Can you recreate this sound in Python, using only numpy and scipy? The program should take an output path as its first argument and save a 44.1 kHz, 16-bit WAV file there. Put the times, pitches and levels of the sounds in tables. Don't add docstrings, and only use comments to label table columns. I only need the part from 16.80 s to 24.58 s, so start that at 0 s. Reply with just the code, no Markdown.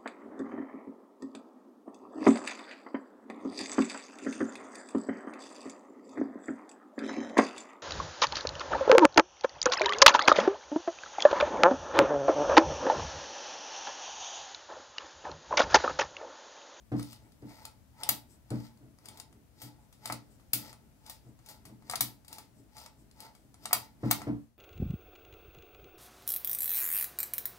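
import sys
import numpy as np
from scipy import signal
from scipy.fft import rfft, irfft
from scipy.io import wavfile

SR = 44100
rng = np.random.default_rng(int(sys.argv[2]) if len(sys.argv) > 2 else 0)


def pcm_store(signal):
    levels = np.round(np.clip(np.atleast_2d(signal), -1, 1) * 32767)
    wavfile.write(sys.argv[1], SR, levels.astype(np.int16).T)


N = 343098
TIME = np.arange(N) / SR

# hz, level_db
QUIET_SPECTRUM = [(15, -46.5), (25, -19), (55, 4), (123, -1), (179, -6), (248, -5), (425, -19),
                  (473, -15.5), (710, -17), (1010, -22), (3490, -30), (11100, -30.5), (15800, -32)]
# hz, level_db, t60_s (before the ringing is cut short)
TABLE_MODES = [(61.6, -19.5, .5), (110.2, -16, 0.72), (121.96, 2, 0.29), (171.7, -14, 0.31),
               (206.3, -5, 0.25), (230.5, -7.5, 0.5), (259, -10, 0.24), (291.6, -3.5, 0.28),
               (322.3, -7.5, 0.26), (422.4, -12.5, 0.11), (453, -22, 0.32), (645, -16.5, 0.11)]
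# start_s, level_db
THUDS = [(0.117, -17), (0.621, -33.5), (1.286, -35.5), (1.708, -18.5), (2.01, -44.5), (2.832, -40),
         (3.297, -32.5), (3.731, -33.5), (4.461, -43), (4.892, -40.5), (5.206, -34), (6.93, -39.5),
         (7.231, -17), (7.468, -18.5)]
# start_s, skin_hiss_db, case_hum_db, table_tremor_db
GRIPS = [(.44, -76.5, -69, -62), (1.51, -63.5, -78, -62.5), (2.03, -93, -94, -58.5),
         (2.53, -83.5, -80, -60.5), (3.01, -75, -72.5, -74.5), (3.51, -71, -84, -63),
         (4.03, -82, -78, -70.5), (4.46, -74.5, -77.5, -60.5), (4.86, -73.5, -69, -58),
         (5.77, -70.5, -81.5, -59.5), (6.19, -71, -82, -60), (6.62, -72.5, -82, -63.5)]
# hz, width_hz, level_db
SKIN_MODES = [(5260, 1400, -7.5), (6900, 340, 2), (8300, 1500, 1.5)]
# start_s, length_s, gear_and_film_rub_db, case_hum_db, table_tremor_db
TWISTS = [(.19, .14, -56, -63, -72), (.69, 0.18, -61.5, -59.5, -65.5), (1.21, 0.12, -56.5, -52, -62),
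          (1.72, .14, -61, -62, -66), (2.25, 0.14, -63.5, -59.5, -62), (2.82, 0.023, -52.5, -54, -58),
          (3.25, 0.091, -55.5, -53, -57), (3.79, 0.11, -57, -56.5, -60), (4.28, 0.03, -54.5, -58, -70.5),
          (4.68, 0.042, -59.5, -59.5, -66), (5.08, 0.2, -62, -63, -55.5), (5.52, 0.075, -59.5, -59, -60.5),
          (5.97, 0.074, -56.5, -58.5, -79.5), (6.4, .05, -58, -56, -62), (6.84, 0.19, -57.5, -59, -58.5),
          (7.26, .17, -58, -54, -47.5)]
# hz, width_hz, level_db
CASE_MODES = [(669.4, 160, -11), (858, 77, 1.5), (1310, 130, -7.5), (1950, 300, -9.5)]
# hz, width_hz, level_db
METAL_MODES = [(3850, 93, -17), (4700, 80, 1.5), (4824, 960, -7), (5230, 870, -16), (7700, 120, -9.5),
               (8390, 310, -7), (9370, 1100, -2.5)]
# hz, width_hz, level_db
METAL_TOP_MODES = [(11050, 600, -4), (13110, 410, 1), (13700, 210, -10), (13400, 590, -5),
                   (15500, 940, -9.5)]
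# hz, width_hz, level_db
PLATE_MODES = [(742, 170, -4), (1277, 182, 3.5), (1337, 250, 0), (2115, 450, -7.5)]
# start_s, level_db, case_knock_db and top_treble_db (both re level_db)
TICKS = [(0.117, -60, -5, -13), (0.195, -36.5, -2.5, -32), (0.227, -32, -34, -15),
         (0.3292, -37, -15, -14.5), (0.5198, -53.5, -21, -17), (0.621, -55, -11, -18),
         (0.8519, -28.5, -16.5, -12.5), (1.2332, -20.5, -19, -19), (1.2896, -11.5, -16.5, -1.5),
         (1.7036, -34, -14, -32), (1.973, -54, -13, -25), (2.186, -49.5, -8.5, -29),
         (2.2562, -36, -22, -13), (2.285, -32.5, -23, -14), (2.3725, -41, -27, -11),
         (2.3987, -31, -21, -15), (2.5267, -50, -10, -25), (2.817, -40, -27, -4.5),
         (3.1263, -47.5, -12, -12), (3.2562, -22.5, -14, -12.5), (3.274, -33, -41, -9.5),
         (3.2994, -41, 15, -20), (3.3228, -22.5, -14.5, -13), (3.597, -62, 4.5, -13),
         (3.7319, -16.5, -19, 0), (3.9285, -39, -9.5, -18.5), (4.2626, -38.5, -35, -21),
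         (4.2962, -32, -14, -7), (4.59, -54.5, -4, -16), (4.6608, -43.5, -35, -10.5), (4.6867, -45, -9, -5),
         (4.8528, -42, -7, -9), (5.023, -55.5, 0.5, -20), (5.097, -22.5, -9.5, -22),
         (5.1107, -28.5, -16, -6.5), (5.122, -33.5, -9, -24), (5.1356, -39.5, 13.5, -23),
         (5.1555, -18, -22.5, -16), (5.207, -14, -15.5, -1), (5.447, -48.5, -11, -15),
         (5.4803, -39, -39, -11.5), (5.5275, -32, -16.5, -9), (5.583, -36.5, -8, -9.5),
         (5.9674, -38.5, -8.5, -22), (5.981, -40.5, -16, -10), (6.061, -35, -13, -35),
         (6.312, -47.5, -26.5, -28.5), (6.403, -34, -40, -11.5), (6.55, -47.5, -9.5, -14),
         (6.742, -43, -11.5, -33), (6.855, -22, -11.5, -23), (6.9097, -49, 16.5, -12),
         (6.9294, -10.5, -8, -2), (7.217, -59, -16.5, -17), (7.305, -32.5, -6.5, -9),
         (7.3105, -11, -9, -3.5), (7.4172, -36, 1, -25)]
# hz, left_minus_right_db
TICK_BALANCE = [(60, -1.5), (110, 6.5), (200, -2), (380, 2.5), (700, 0), (1290, 1.5), (2380, 5.5),
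                (4400, 9), (8120, 8), (15000, 1.5)]
# hz, left_minus_right_db
RUB_BALANCE = [(60, 9), (110, 5.5), (200, 0), (380, 6), (700, -1.5), (1290, 3), (2380, 12.5), (4400, 5),
               (8120, 12), (15000, 1)]
# hz, t60_s
ROOM_T60 = [(200, 0.37), (530, 0.26), (1390, 0.2), (3680, 0.24), (9700, 0.12)]
# time_s, gain_db
FADE = [(7.5, -1.5), (7.62, -2.5), (7.78, -12.5)]

QUIET_DB, QUIET_LEFT_DB = -60, 3.5
RUB_RISE_DB_PER_S, RUB_FALL_DB_PER_S = 380.5, 252
HUM_RISE_DB_PER_S, HUM_FALL_DB_PER_S = 350, 201.5
TREMOR_RISE_DB_PER_S, TREMOR_FALL_DB_PER_S = 201, 109
GRIP_S, GRIP_EDGE_DB_PER_S = 0.032, 500
RATTLE_DB, RATTLE_BRIGHT_SHARE, RATTLE_SOFT_SHARE = -28.5, 1.65, 0.68
CAMERA_LEFT_LAG_S = -0.00015
TABLE_LEFT_LAG_S, TABLE_LEFT_DB = 0.00018, 1.2
CUTOFF_HZ = 15750


def from_db(db):
    return 10 ** (np.asarray(db) / 20)


def rms_one(x):
    return x / np.sqrt(np.mean(x ** 2) + 1e-20)


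def at_hz(points, hz):
    table_hz, values = np.transpose(points)
    return np.interp(np.log(np.maximum(hz, 1)), np.log(table_hz), values)


def shaped(x, gain):
    return irfft(rfft(x) * gain(np.fft.rfftfreq(N, 1 / SR)), N)


def passed(x, hz, kind):
    return signal.sosfilt(signal.butter(2, hz, kind, fs=SR, output="sos"), x + 1e-18)


def drift(rate):
    knots = rng.standard_normal(int(N / SR * rate) + 2)
    return np.interp(TIME * rate, np.arange(len(knots)), knots)


def resonate(x, modes, broad_db):
    out = from_db(broad_db) * x
    for k, (hz, width_hz, db) in enumerate(modes):
        radius = np.exp(-np.pi * width_hz / SR)
        zeros = from_db(db) * (1 - radius ** 2) / 2 * np.array([1, 0, -1])
        poles = [1, -2 * radius * np.cos(2 * np.pi * hz / SR), radius ** 2]
        out = out + (-1) ** k * signal.lfilter(zeros, poles, x + 1e-18)
    return out


def bursts(times, db, rise_s, die_s):
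    out, t = np.zeros(N + SR), np.arange(SR // 2) / SR
    for s, gain, rise, die in zip(*np.broadcast_arrays(times, from_db(db), rise_s, die_s)):
        rising = (1 - np.exp(-t / max(rise, 1e-5))) ** 2
        out[round(s * SR):][:len(t)] += gain * rising * np.exp(-t / max(die, 1e-4))
    return out[:N]


def swell(start, length, db, rise_db_per_s, fall_db_per_s):
    start, length, db = start[:, None], length[:, None], db[:, None]
    early = np.maximum(start - TIME, 0)
    late = np.maximum(TIME - start - length, 0)
    return from_db(db - rise_db_per_s * early - fall_db_per_s * late).sum(0)


def handling(column, rise_db_per_s, fall_db_per_s):
    rows = np.transpose(TWISTS + [(s, GRIP_S, *db) for s, *db in GRIPS])
    return swell(rows[0], rows[1], rows[column], rise_db_per_s, fall_db_per_s)


def quiet():
    def alike(hz):
        return from_db(at_hz(QUIET_SPECTRUM, hz)) / np.sqrt(1 + (hz / 900) ** 2)

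    def apart(hz):
        treble = 1 / (1 + (900 / np.maximum(hz, 1)) ** 2)
        return from_db(at_hz(QUIET_SPECTRUM, hz)) * np.sqrt(1.4 + treble)

    shared = shaped(rng.standard_normal(N), alike)
    tone = shared + shaped(rng.standard_normal((2, N)), apart)
    channel_db = QUIET_LEFT_DB * np.array([[0.5], [-0.5]])
    return from_db(QUIET_DB + channel_db + 0.78 * drift(1.7)) * rms_one(tone)


def tremor():
    modes = [(hz, 4.8 / t60, db) for hz, db, t60 in TABLE_MODES]
    gain = handling(column=4, rise_db_per_s=TREMOR_RISE_DB_PER_S, fall_db_per_s=TREMOR_FALL_DB_PER_S)
    murmur = rms_one(resonate(rng.standard_normal(N), modes, broad_db=-77.5))
    return gain * from_db(0.84 * drift(11)) * murmur


def thuds():
    out, t = np.zeros(N + SR), np.arange(SR // 2) / SR
    hz, level_db, t60 = np.transpose(TABLE_MODES)[:, :, None]
    spread = rng.standard_normal((len(THUDS), len(TABLE_MODES), 1))
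    buildup = 1 - np.exp(-t * hz / 2.3)
    cut_short = 1 / (1 + (t / np.where(hz < 170, 0.13, 0.18)) ** 9)
    for (s, db), own in zip(THUDS, spread):
        decay = from_db(level_db + 1.4 * own - 60 * t / t60)
        modes = decay * buildup * cut_short * np.sin(2 * np.pi * hz * t)
        out[round(s * SR):][:len(t)] += from_db(db - 4.0) * modes.sum(0)
    s, db = np.transpose(THUDS)
    scuff = passed(passed(rng.standard_normal(N), 310, "high"), 630, "low")
    return out[:N] + rms_one(scuff) * bursts(s, db - 21, 0.00095, 0.044)


def grips():
    s, db = np.transpose(GRIPS)[:2]
    skin = passed(rng.standard_normal(N), 3000, "high")
    hiss = rms_one(resonate(skin, SKIN_MODES, broad_db=-6.5))
    gain = swell(s, np.full(len(s), GRIP_S), db, GRIP_EDGE_DB_PER_S, GRIP_EDGE_DB_PER_S)
    return gain * from_db(2.8 * drift(52)) * hiss


def metal(mid, top):
    mid_band = passed(passed(mid, 1900, "high"), 10000, "low")
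    return (resonate(mid_band, METAL_MODES, broad_db=-9.5)
            + resonate(passed(top, 11000, "high"), METAL_TOP_MODES, broad_db=-7.5))


def winding():
    rubbing = swell(*np.transpose(TWISTS)[:3], RUB_RISE_DB_PER_S, RUB_FALL_DB_PER_S)
    humming = handling(column=3, rise_db_per_s=HUM_RISE_DB_PER_S, fall_db_per_s=HUM_FALL_DB_PER_S)
    uneven_db = 5.6 * np.minimum(rng.exponential(1, (2, N)), 5)
    slips = rng.standard_normal((2, N)) * from_db(uneven_db)
    soft = resonate(slips[0], [(5000, 1800, 0)], broad_db=-9)
    thin = from_db(-14.5) * passed(slips[0], 4000, "high")
    rub = rms_one(metal(soft, from_db(-4.0) * soft) + thin)
    dull = passed(slips[1], 1500, "low")
    case = rms_one(sum(from_db(2.5 * drift(5.7)) * resonate(dull, [mode], broad_db=-38)
                       for mode in CASE_MODES))
    flutter_db = 1.1 * drift(90)
    return from_db(flutter_db) * (rubbing * rub + humming * case)


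def pawl():
    s, db, knock_db, top_db = np.transpose(TICKS)
    rattle_db = RATTLE_DB + RATTLE_BRIGHT_SHARE * top_db - RATTLE_SOFT_SHARE * db
    hard = from_db(0.063 * (db + 21.0))
    uneven_db = 2.18 * np.minimum(rng.exponential(1, N), 5)
    contact = rng.choice([-1., 1.], (3, N)) * from_db(uneven_db)

    def hit(level_db):
        tick = bursts(s, level_db, 0.00077 * hard, 0.0024 * hard)
        return tick + bursts(s, level_db + rattle_db, 0.0012, 0.032)

    steel = metal(contact[0] * hit(db + 7), contact[1] * hit(db + top_db + 10.5))
    push = bursts(s, db + knock_db + 32, 0.00007, 0.00012)
    shake = contact[2] * bursts(s, db + knock_db + 5.5, 0.001, 0.0099)
    return steel + resonate(passed(push, 500, "high") + shake, PLATE_MODES, broad_db=-33.5)


def pair(x, balance, lag_s):
    def left_gain(hz):
        return from_db(at_hz(balance, hz) / 2) * np.exp(-2j * np.pi * hz * lag_s)

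    def right_gain(hz):
        return from_db(-at_hz(balance, hz) / 2)

    return np.array([shaped(x, left_gain), shaped(x, right_gain)])


def room(x):
    t, tail = np.arange(SR // 2) / SR, 0
    edges = 60 * 2 ** np.arange(0, 8.1, 0.5)
    for low, high in zip(edges, edges[1:]):
        white = rng.standard_normal((3, len(t)))
        band_filter = signal.butter(2, [low, high * 1.1], "band", fs=SR, output="sos")
        band = signal.sosfilt(band_filter, white)
        decay = from_db(-60 * t / at_hz(ROOM_T60, np.sqrt(low * high)))
        tail = tail + (band[:2] + 0.66 * band[2]) * decay
    tail = tail * (1 - np.exp(-t / 0.0028)) / np.sqrt(np.sum(tail ** 2))
    return signal.fftconvolve(x[None], tail, axes=1)[:, :N]


def scene():
    background = quiet()
    wood = thuds() + tremor()
    rubs = winding() + grips()
    ticks = pawl()
    direct = (pair(ticks, TICK_BALANCE, CAMERA_LEFT_LAG_S)
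              + pair(rubs, RUB_BALANCE, CAMERA_LEFT_LAG_S)
              + pair(wood, [(1, TABLE_LEFT_DB)], TABLE_LEFT_LAG_S))
    reverberant = room(from_db(-2.0) * (ticks + rubs) + from_db(-8) * wood)
    return direct + reverberant + background


def record(dry):
    faded = dry * from_db(np.interp(TIME, *np.transpose(FADE)))
    low_pass = signal.ellip(12, 0.3, 70, CUTOFF_HZ, fs=SR, output="sos")
    return signal.sosfilt(low_pass, faded)


dry = scene()
out = record(dry)
pcm_store(out)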